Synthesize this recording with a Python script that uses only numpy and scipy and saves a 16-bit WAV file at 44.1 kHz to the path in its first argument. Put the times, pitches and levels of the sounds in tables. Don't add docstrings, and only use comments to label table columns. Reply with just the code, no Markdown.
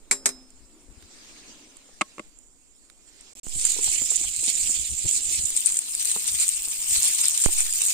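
import sys
import numpy as np
from scipy import signal
from scipy.io import wavfile
from scipy.ndimage import uniform_filter1d

SR = 44100
rng = np.random.default_rng(int(sys.argv[2]) if len(sys.argv) > 2 else 0)


def how_loud(loudness_db):
    steps = np.asarray(loudness_db, float) / 20
    return 10 ** steps


def persist_wave(psi):
    counts = np.round(np.clip(psi, -1, 1) * 32767).astype(np.int16)
    wavfile.write(sys.argv[1], SR, np.atleast_2d(counts).T)


N = 349713


def evened(x):
    return x / np.sqrt(np.mean(np.abs(x) ** 2) + 1e-20)


def read(points, hz):
    f, value = np.transpose(points)
    return np.interp(np.log(hz + 1), np.log(f + 1), value)


def curves(rows, t):
    s, *columns = np.transpose(rows)
    return [np.interp(t, s, c) for c in columns]


def sides(pan_db):
    return how_loud(np.array([pan_db, -pan_db]) / 2)


def steady_sides(pan_db):
    gains = sides(pan_db)
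    return gains / np.sqrt((gains ** 2).mean(0))


def add(mix, s, sound):
    part = mix[:, round(s * SR):][:, :sound.shape[1]]
    part += sound[:, :part.shape[1]]


def butter(x, hz, kind="low", order=2):
    return signal.lfilter(*signal.butter(order, hz, kind, fs=SR), x)


def coloured(x, points):
    gain = np.log(how_loud(read(points, np.abs(np.fft.fftfreq(4096, 1 / SR)))))
    taps = np.fft.ifft(np.exp(gain - 1j * signal.hilbert(gain).imag)).real[:2048]
    return signal.oaconvolve(x, taps[None], axes=1)[:, :x.shape[1]]


def wander(hz):
    return evened(butter(rng.standard_normal(N), hz))


# f/Hz, level/dB
PORT_LEFT = [(600, -32.5), (1500, -25), (6000, -14), (7400, -6.5), (8600, 4.5), (9800, -10.5),
             (11500, -32.5), (15300, -33.5)]
PORT_RIGHT = [(1450, -31.5), (2400, -14.5), (5000, -13), (6200, -8), (7200, 12), (9300, -2.5),
              (11500, -28.5), (15300, -25.5)]


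def through_ports(x):
    return np.vstack([coloured(x[:1], PORT_LEFT), coloured(x[1:], PORT_RIGHT)])


# t/s, level/dB, left-right/dB
WIND = [(0.0, -56, -6), (0.72, -60.5, 9.5), (3.04, -62.5, 4.5), (3.56, -55, 14), (5.18, -49, 20),
        (5.78, -61.5, 7), (6.98, -55, 13), (7.44, -66, 17)]
# f/Hz, level/dB
WIND_COLOUR = [(10, 2.5), (40, -3.5), (90, -21), (200, -22), (400, -25), (800, -69)]
# t/s, level/dB
YARD = [(0.0, -63.5), (0.29, -51), (0.5, -63.5), (1.52, -56.5), (1.77, -62), (2.72, -68.5), (3.6, -57.5),
        (3.97, -56), (4.4, -71.5), (5.3, -55.5), (5.85, -62), (7.93, -71)]
# f/Hz, level/dB
YARD_COLOUR = [(60, -33), (130, -17.5), (280, -2.5), (350, -7.5), (600, -13), (1300, -19.5), (2500, -29.5),
               (4000, -61)]


def air():
    t = np.arange(N) / SR
    db, pan_db = curves(WIND, t)
    gust = evened(coloured(rng.standard_normal((2, N)), WIND_COLOUR)) * how_loud(2.3 * wander(11.4))
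    far = rng.standard_normal((3, N))
    wash = evened(coloured(far[:1] + 0.5 * far[1:], YARD_COLOUR))
    wash_db = curves(YARD, t)[0] + 0.45 * wander(1.5)
    return how_loud(db + 3.0) * steady_sides(pan_db) * gust + how_loud(wash_db) * wash


# t/s, pose index
POSE = [(0, 0), (1.9, 0), (2.3, 1), (3.33, 1), (3.36, 2), (5.3, 2), (5.6, 3), (5.85, 3), (6, 4), (8, 4)]
# t/s, level/dB
HEAT = [(0, -5), (0.9, -3.5), (1.15, 7), (1.5, 10), (1.7, 3), (2.15, 2), (2.5, -9), (3, -4), (3.2, 5),
        (3.33, 6), (3.36, -16.5), (3.46, -9.5), (3.58, 2), (8, 0)]
# peak t/s, level over simmer/dB, half length/s
SURGES = [(1.266, 2, .05), (3.685, 6, .07), (3.898, 7.5, 0.081), (4.13, 4, 0.13), (4.486, 7.5, 0.047),
          (4.663, 6, 0.12), (5.141, 8, 0.06), (5.346, 7, 0.053), (5.56, 3, 0.034), (5.702, 3.5, 0.071),
          (5.853, -4.5, 0.054), (6.088, 5.5, 0.07), (6.29, 4, 0.078), (6.426, 6.5, 0.071),
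          (6.956, 10.5, 0.073), (7.068, 10, 0.052), (7.227, 8.5, 0.1), (7.433, 7, 0.085),
          (7.593, 7.5, 0.059), (7.89, 7.5, 0.17)]
# level/dB of spit, steam, fizz
POSE_DB = [(-62, -56.5, -74), (-62, -55, -75), (-42, -29, -49), (-42, -29, -45), (-41, -29, -41.5)]
# left-right/dB of spit, steam, fizz
POSE_PAN_DB = [(0, -4, -4), (-4.5, -9, 0), (-8, -4.5, 0), (-5.5, 3, -4), (-7, 4, -9)]


def boil(t):
    pose = curves(POSE, t)[0]
    s, db, half_s = np.transpose(SURGES)[:, :, None]
    surge_db = (db * np.exp(-((t - s) / half_s) ** 2)).sum(0)
    far = np.array([1.01, 0.32, 0.41])[:, None]
    near = np.array([0.93, 0.95, 0.78])[:, None]
    moved_db = np.where(t < GAPS[0][1], far, near) * curves(HEAT, t)[0] + near * surge_db

    def posed(rows):
        return np.array([np.interp(pose, range(len(rows)), c) for c in np.transpose(rows)])

    return posed(POSE_DB) + moved_db, posed(POSE_PAN_DB)


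def crackle(per_s, spread_db, burst_s):
    size_db = spread_db * np.minimum(rng.exponential(1, N), 4.5)
    size = how_loud(size_db) * (rng.random(N) < per_s / SR)
    puff = np.exp(-np.arange(300) / (burst_s * SR))
    return evened(np.sqrt(np.abs(signal.oaconvolve(size ** 2, puff ** 2)[:N])))


# low f/Hz, high f/Hz
BANDS = [
    (1500, 5000),
    (5500, 10000),
    (11000, 15500),
]
# shared bubbles, own bubbles, smooth hiss (gains), rate/(1/s), burst/s, size spread/dB
LAYERS = [
    (0.28, 1, 1.05, 1200, 0.0013, 1),
    (0.3, 0.33, 1.1, 2000, 0.00029, -6.5),
    (0.46, .4, 1.1, 3300, .0004, 14),
]
CROSSINGS_HZ = [4830, 6870, 10420, 11630]
# f/Hz, lead/rad
LEADS = [
    [(0, -17.5), (1500, 9.5), (3000, -9.5), (4000, 19.5), (4600, 13.5), (6500, 8.5)],
    [(0, -2), (2200, -1.5), (4500, -4.5), (7000, -8.5), (16000, -14)],
    [(430, .6), (1000, 3.1), (1750, 3.2), (2400, 2.3), (4300, 0), (5600, -3.2), (16000, -23)],
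    [(0, 12), (600, 2), (1300, -1.3), (4200, -3), (5200, -1.5), (9000, -3), (12000, -24.5)],
]
# f/Hz, coherence 0-1
ALIKE = [(300, 0.3), (950, 0.83), (1750, 0.72), (2300, 0.24), (4500, 0.34), (15000, 0.11)]
HZ, FRAMES = np.fft.rfftfreq(512, 1 / SR), N // 128 + 2


def sizzle():
    t = np.arange(FRAMES) * 128 / SR
    near = np.where(np.arange(N) < GAPS[0][1] * SR, 0.25, 1)
    common, clumps = crackle(500, 5, 0.0012), 0.42 * wander(32)
    place = np.minimum(curves(POSE, t)[0], len(LEADS) - 1)
    lead = 0
    for k, points in enumerate(LEADS):
        weight = np.clip(1 - abs(place - k), 0, 1)
        lead = lead + np.exp(1j * np.interp(HZ, *np.transpose(points)))[:, None] * weight
    lead = lead / (abs(lead) + 1e-9)
    alike = np.clip(read(ALIKE, HZ), 0, 1)[:, None]
    ports = how_loud(np.array([read(PORT_LEFT, HZ), read(PORT_RIGHT, HZ)]))[:, :, None]
    patches = uniform_filter1d(rng.standard_normal((FRAMES, len(HZ))), size=14, axis=0)
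    patches = evened(uniform_filter1d(patches, size=7, axis=1)).T
    out = 0
    for k, ((lo, hi), db, pan_db) in enumerate(zip(BANDS, *boil(t))):
        shared, own, smooth, per_s, burst_s, spread_db = LAYERS[k]
        bursts = shared * common + own * crackle(per_s, spread_db, burst_s)
        shape = (near * bursts + smooth) * how_loud(near * (clumps + 1.64 * wander(25)))
        shape /= np.sqrt(uniform_filter1d(shape ** 2, size=6000))
        noise = shape * rng.standard_normal((2, N))
        a, b = signal.stft(noise, nperseg=512, noverlap=384)[2][:, :, :FRAMES]
        right = alike * a / (lead + 1e-9) + np.sqrt(1 - alike ** 2) * b
        share = np.interp(HZ, CROSSINGS_HZ, [k == 0, k == 1, k == 1, k == 2])
        z = ports * np.sqrt(share)[:, None] * np.array([a, right])
        power = 4 / 3 * (abs(z[:, (HZ > lo) & (HZ < hi)]) ** 2).sum(1).mean(1)
        out = out + z * (how_loud(db) * steady_sides(pan_db) / np.sqrt(power)[:, None])[:, None]
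    duller_db = np.outer(np.interp(HZ, [500, 1200, 3000], [7, 6, 0]), t < GAPS[1][0])
    return signal.istft(out * how_loud(2.5 * patches + duller_db), nperseg=512, noverlap=384)[1][:, :N]


def ring(modes, t, spread_db):
    hz, db, t60 = np.transpose(modes)[:, :, None]
    turn, slip, pan = rng.standard_normal((len(hz), 3)).T[:, :, None]
    apart = np.clip(slip, -1, 1) * np.minimum(hz / 9000, 0.15)
    cycles = hz * t + turn + np.array([apart, -apart])
    waves = how_loud(db - 60 * t / t60) * np.sin(2 * np.pi * cycles)
    return (waves * sides(spread_db * np.clip(pan, -1.5, 1.5))).sum(1)


# t/s, peak level/dB, clatter t60/s
TONGS = [
    (0.111, -5, 0.15),
    (0.127, -16.5, 0.047),
    (0.257, -4, 0.14),
    (0.29, -18.5, 0.064),
]
# f/Hz, level/dB
CLATTER = [(88, -52), (150, -15.5), (2310, -9.5), (3040, -20.5), (4060, -13), (5230, -10.5), (8490, -2),
           (15500, -36)]
# f/Hz, level/dB, t60/s
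STEEL_A = [(266, -24.5, 0.51), (401, -14.5, 0.24), (570, -25, 0.31), (2300, 7.5, .04), (3919, -16, .17),
           (5130, -19, .6), (9900, -25, .5), (12700, -25, .22), (6940, -9, 0.17), (7600, 4, 0.15),
           (7240, -3, 0.05), (8500, 1, .083), (8870, 7, 0.065), (10620, -19, .065)]
# f/Hz, level/dB, t60/s
STEEL_B = [(258, -30, 0.98), (400, -17, 0.16), (2190, -12, .04), (6724, -8, .1), (8355, 0, 0.084),
           (3919, -27, 0.25), (5130, -25, 0.6), (12800, -22, .15)]


def tongs():
    out, t = np.zeros((2, N)), np.arange(SR // 2) / SR
    for s, db, t60 in TONGS:
        clatter = coloured(rng.standard_normal((2, len(t))), CLATTER)
        shape = 0.5 * how_loud(-60 * t / 0.043) + 0.16 * how_loud(-60 * t / t60)
        add(out, s, how_loud(db) * evened(clatter) * shape * np.minimum(t / 0.00062, 1))
    add(out, TONGS[0][0], how_loud(-19.5) * ring(STEEL_A, t, 1.4) * np.minimum(t / 0.0031, 1))
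    add(out, TONGS[2][0], how_loud(-13.0) * ring(STEEL_B, t, 7) * np.minimum(t / 0.0051, 1))
    return out


# t/s, peak level/dB, spit re peak/dB, left-right/dB
TICKS = [
    (0.5048, -44, -28, -23),
    (1.025, -44, 9, -11),
    (1.7695, -30.5, -8, -9),
    (2.388, -38, -31, -18),
    (2.9, -42.5, 8, -14.5),
    (3.2098, -30, -14, -1),
]
# t/s, peak level/dB, left-right/dB, length/s
SNAPS = [(4.105, -7, -9.2, 0.0031), (4.159, -8.5, -17, 0.0012), (4.1644, -6.5, -16, 0.0011),
         (4.493, -15, -11, 0.0015), (5.0896, -9, -11, 0.0016), (5.4546, -15, -17, 0.0066),
         (5.5657, -5.5, 15.5, 0.0012), (5.574, -5, -1.5, 0.0016), (5.66, -5.5, 17, 0.003),
         (5.6696, -6.5, 14, 0.0025), (5.77, -7, 2, 0.003), (6.4, -9.5, -6, 0.0069),
         (6.4806, -6, -5, 0.0019), (6.491, -3, 16.5, 0.00096), (7.256, -0.5, 11, 0.0003),
         (7.2835, 3, 8, 0.00057), (7.377, -0.5, -5, 0.00054), (7.727, -9, -15, 0.00071)]
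# t/s, peak level/dB, left-right/dB, length/s
SPITS = [(3.652, -2.5, -6, 0.0023), (3.6656, -13, -11, 0.0045), (3.843, -13, 5, 0.0027),
         (5.19, -17, 8, 0.00052), (5.504, -7.5, 4, 0.00056), (5.7903, -2.5, 3, 0.001),
         (5.951, -2.5, 1, 0.00044), (6.0552, -4, 5, 0.0008), (6.116, -12, -3, 0.002),
         (7.4383, -7.5, 4, 0.0057), (7.4574, -10, -18, 0.0014), (7.606, -1.5, -3, 0.0012),
         (7.819, -4, -14, 0.00057)]


def pops():
    out, t = np.zeros((2, N)), np.arange(1200) / SR
    tick_s, dry_spit_db, wet_spit_db = 0.0013, -39.5, -12
    bursts = [(*row, tick_s) for row in TICKS]
    bursts += [(s, db, dry_spit_db, pan_db, length) for s, db, pan_db, length in SNAPS]
    bursts += [(s, db, wet_spit_db, pan_db, length) for s, db, pan_db, length in SPITS]
    for s, db, spit_db, pan_db, length in bursts:
        rise = 0.6 * length
        fall = np.exp(-(np.maximum(t - rise, 0) / (1.63 * length + 0.00021)) ** 1.22)
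        shape = np.where(t < rise, (t / rise) ** 2, fall)
        puff = rng.standard_normal((2, len(t))) * shape
        spit = butter(puff, [1100, 8000], "band")
        spit /= np.linalg.norm(spit, axis=1)[:, None]
        bright = butter(through_ports(puff), 5500, "high")
        bright /= np.linalg.norm(bright, axis=1)[:, None]
        size = np.linalg.norm(shape)
        sound = 0.5 * size * (bright + 0.6 * how_loud(spit_db) * spit)
        add(out, s - rise - 0.0004, how_loud(db) * sides(pan_db)[:, None] * sound)
    return out


# centre t/s, peak level/dB, f/Hz, length/s
EDDIES = [(0.625, -44.5, 42.4, .05), (0.906, -38, 39.3, .03), (0.98, -40, 50.4, 0.017),
          (1.043, -42, 62.3, 0.022), (3.563, -28.5, 58, 0.021), (3.878, -29, 37.4, 0.023),
          (4.02, -42.5, 88, .03), (4.268, -37.5, 49.4, 0.061), (4.393, -37.5, 50, .03),
          (4.648, -36.5, 51, 0.042), (4.801, -32.5, 54.3, 0.042), (4.924, -30, 58.7, 0.033),
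          (5.057, -20, 83.5, 0.015), (5.301, -39, 50.7, 0.077), (5.396, -30.5, 71.4, 0.02),
          (5.443, -29.5, 69.4, 0.014), (6.34, -40, 68.4, 0.061), (6.915, -38, 49.3, 0.027),
          (6.984, -36, 61, 0.031)]


def eddies():
    out = np.zeros((2, N))
    for s, db, hz, length in EDDIES:
        t = np.arange(-2 * length, 2 * length, 1 / SR)
        rough = evened(butter(rng.standard_normal(len(t)), 1.8 * hz))
        bend = 1 + 0.073 * np.cos(np.pi * t / length / 4)
        cycles = 0.66 * np.cos(2 * np.pi * hz * t * bend)
        swell = np.exp(-(t / length) ** 2 * 1.7) * (cycles + 0.5 * rough)
        add(out, s - 2 * length, how_loud(db) * how_loud(np.array([[0], [-22]])) * swell)
    return out


# centre t/s, level/dB, half length/s
DRAUGHTS = [
    (0.82, -57.5, 0.12),
    (1.116, -72, 0.066),
    (1.53, -60, 0.21),
]


def draught():
    s, db, half_s = np.transpose(DRAUGHTS)[:, :, None]
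    swell = (how_loud(db) * np.exp(-((np.arange(N) / SR - s) / half_s) ** 4)).sum(0)
    murmur = evened(butter(rng.standard_normal(N), [235, 350], "band"))
    return swell * how_loud(2.1 * wander(20)) * murmur


# t/s, peak level/dB, f/Hz, left-right/dB
THUDS = [(1.888, -50.5, 488, 8.5), (3.465, -46, 198, -5), (3.65, -47, 320, 10), (3.763, -39.5, 388, 9),
         (3.787, -34, 417, 11), (3.874, -38.5, 790, 13), (4.016, -35, 276, 8), (4.114, -35.5, 430, 6),
         (4.209, -38.5, 280, 9), (4.241, -46, 750, 16), (4.428, -38.5, 332, 7), (4.478, -36, 237, 7),
         (4.693, -33, 255, 10), (6.16, -31, 436, 8.5), (6.674, -41, 423, -7), (7.485, -38, 348, -25),
         (7.603, -44, 314, 3)]
# t/s, level/dB, settling/s, sign
BUMPS = [
    (3.468, -25.5, 1, 0.67),
    (7.461, -6, 0.062, -0.81),
]


def handling():
    out, t = np.zeros((2, N)), np.arange(SR // 2) / SR
    decay = how_loud(-60 * t / 0.038) + 0.11 * how_loud(-60 * t / 0.18)
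    for s, db, hz, pan_db in THUDS:
        grit = butter(rng.standard_normal(len(t)), [0.37 * hz, 2.56 * hz], "band")
        glide_s = 0.00044 * (1 - np.exp(-t / 0.0016))
        body = 0.91 * np.sin(2 * np.pi * hz * (t + glide_s))
        thud = (body + 3.35 * grit) * np.minimum(t / 0.0021, 1) * decay
        add(out, s, how_loud(db) * sides(pan_db)[:, None] * thud)
    for s, db, settle_s, sign in BUMPS:
        step = sign * (1 - t / settle_s) * np.exp(-t / settle_s) * (1 - 3.7 * np.exp(-t / 0.00064))
        add(out[1:], s, how_loud(db) * step[None] * np.minimum(t / 0.0001, 1))
    return out


# t/s, peak level/dB, wall boom re peak/dB
KNOCKS = [
    (2.01, -7, -22),
    (2.015, -5, -14),
    (2.181, -27.5, -2.5),
    (2.194, -20.5, -1.5),
]
# f/Hz, level/dB, t60/s
CRATE = [(313, -18, 0.041), (756, -4, 0.012), (888, -11, 0.022), (1125, 1, 0.028), (1085, -30, 0.12),
         (1294, -5, 0.029), (2116, -1, 0.02), (2380, -14.5, 0.025), (2667, 3.5, 0.0097)]
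# f/Hz, level/dB, t60/s
WALL = [(327, -1, 0.031), (480, -12, 0.039), (210, -4.5, .04), (605, -9.5, 0.045)]


def crate():
    out, t = np.zeros((2, N)), np.arange(SR // 5) / SR
    for s, db, boom_db in KNOCKS:
        tick = through_ports(rng.standard_normal((2, len(t))) * how_loud(-60 * t / 0.018))
        rattle = butter(rng.standard_normal((2, len(t))), [300, 3000], "band")
        rattle *= 0.93 * how_loud(-60 * t / 0.021) + 0.08 * how_loud(-60 * t / 0.056)
        panel = 0.53 * ring(CRATE, t, 2.2)
        boom = how_loud(boom_db) * ring(WALL, t, 2.1)
        add(out, s, how_loud(db) * (panel + rattle + 0.45 * tick + boom) * np.minimum(t / 0.002, 1))
    return butter(out, 190, "high")


def spatter():
    t = np.arange(N) / SR
    frame_s = np.arange(FRAMES) * 128 / SR
    steam_db = np.interp(t, frame_s, boil(frame_s)[0][1])
    size = how_loud(5.6 * np.minimum(rng.exponential(1, N), 3.5)) * rng.choice([-1, 1], N)
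    size *= rng.random(N) < 130 / SR
    clicks = through_ports(size * sides(2.6 * rng.standard_normal(N)))
    clicks = evened(butter(clicks, 2600, "high", 4))
    return how_loud(steam_db - 9.5) * clicks * (t > GAPS[1][1])


def scene():
    fat = sizzle() + pops() + spatter()
    blows = tongs() + crate()
    return air() + fat + blows + eddies() + draught() + handling()


# start t/s, end t/s
GAPS = [
    (3.335, 3.352),
    (3.399, 3.432),
]


def roll_off(x):
    return signal.sosfilt(signal.butter(12, 16820, fs=SR, output="sos"), x)


def record(dry):
    t = np.arange(N) / SR
    overloaded = np.tanh(1.001 * dry) / 1.187
    lowpass = signal.firwin(255, 15500, window=("kaiser", 7), fs=SR)
    band = signal.oaconvolve(overloaded, lowpass[None], "same")
    is_open = np.prod([np.clip(np.maximum(a - t, t - b) / 0.00066, 0, 1) for a, b in GAPS], axis=0)
    return roll_off(band * is_open)


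dry = scene()
out = record(dry)
persist_wave(out)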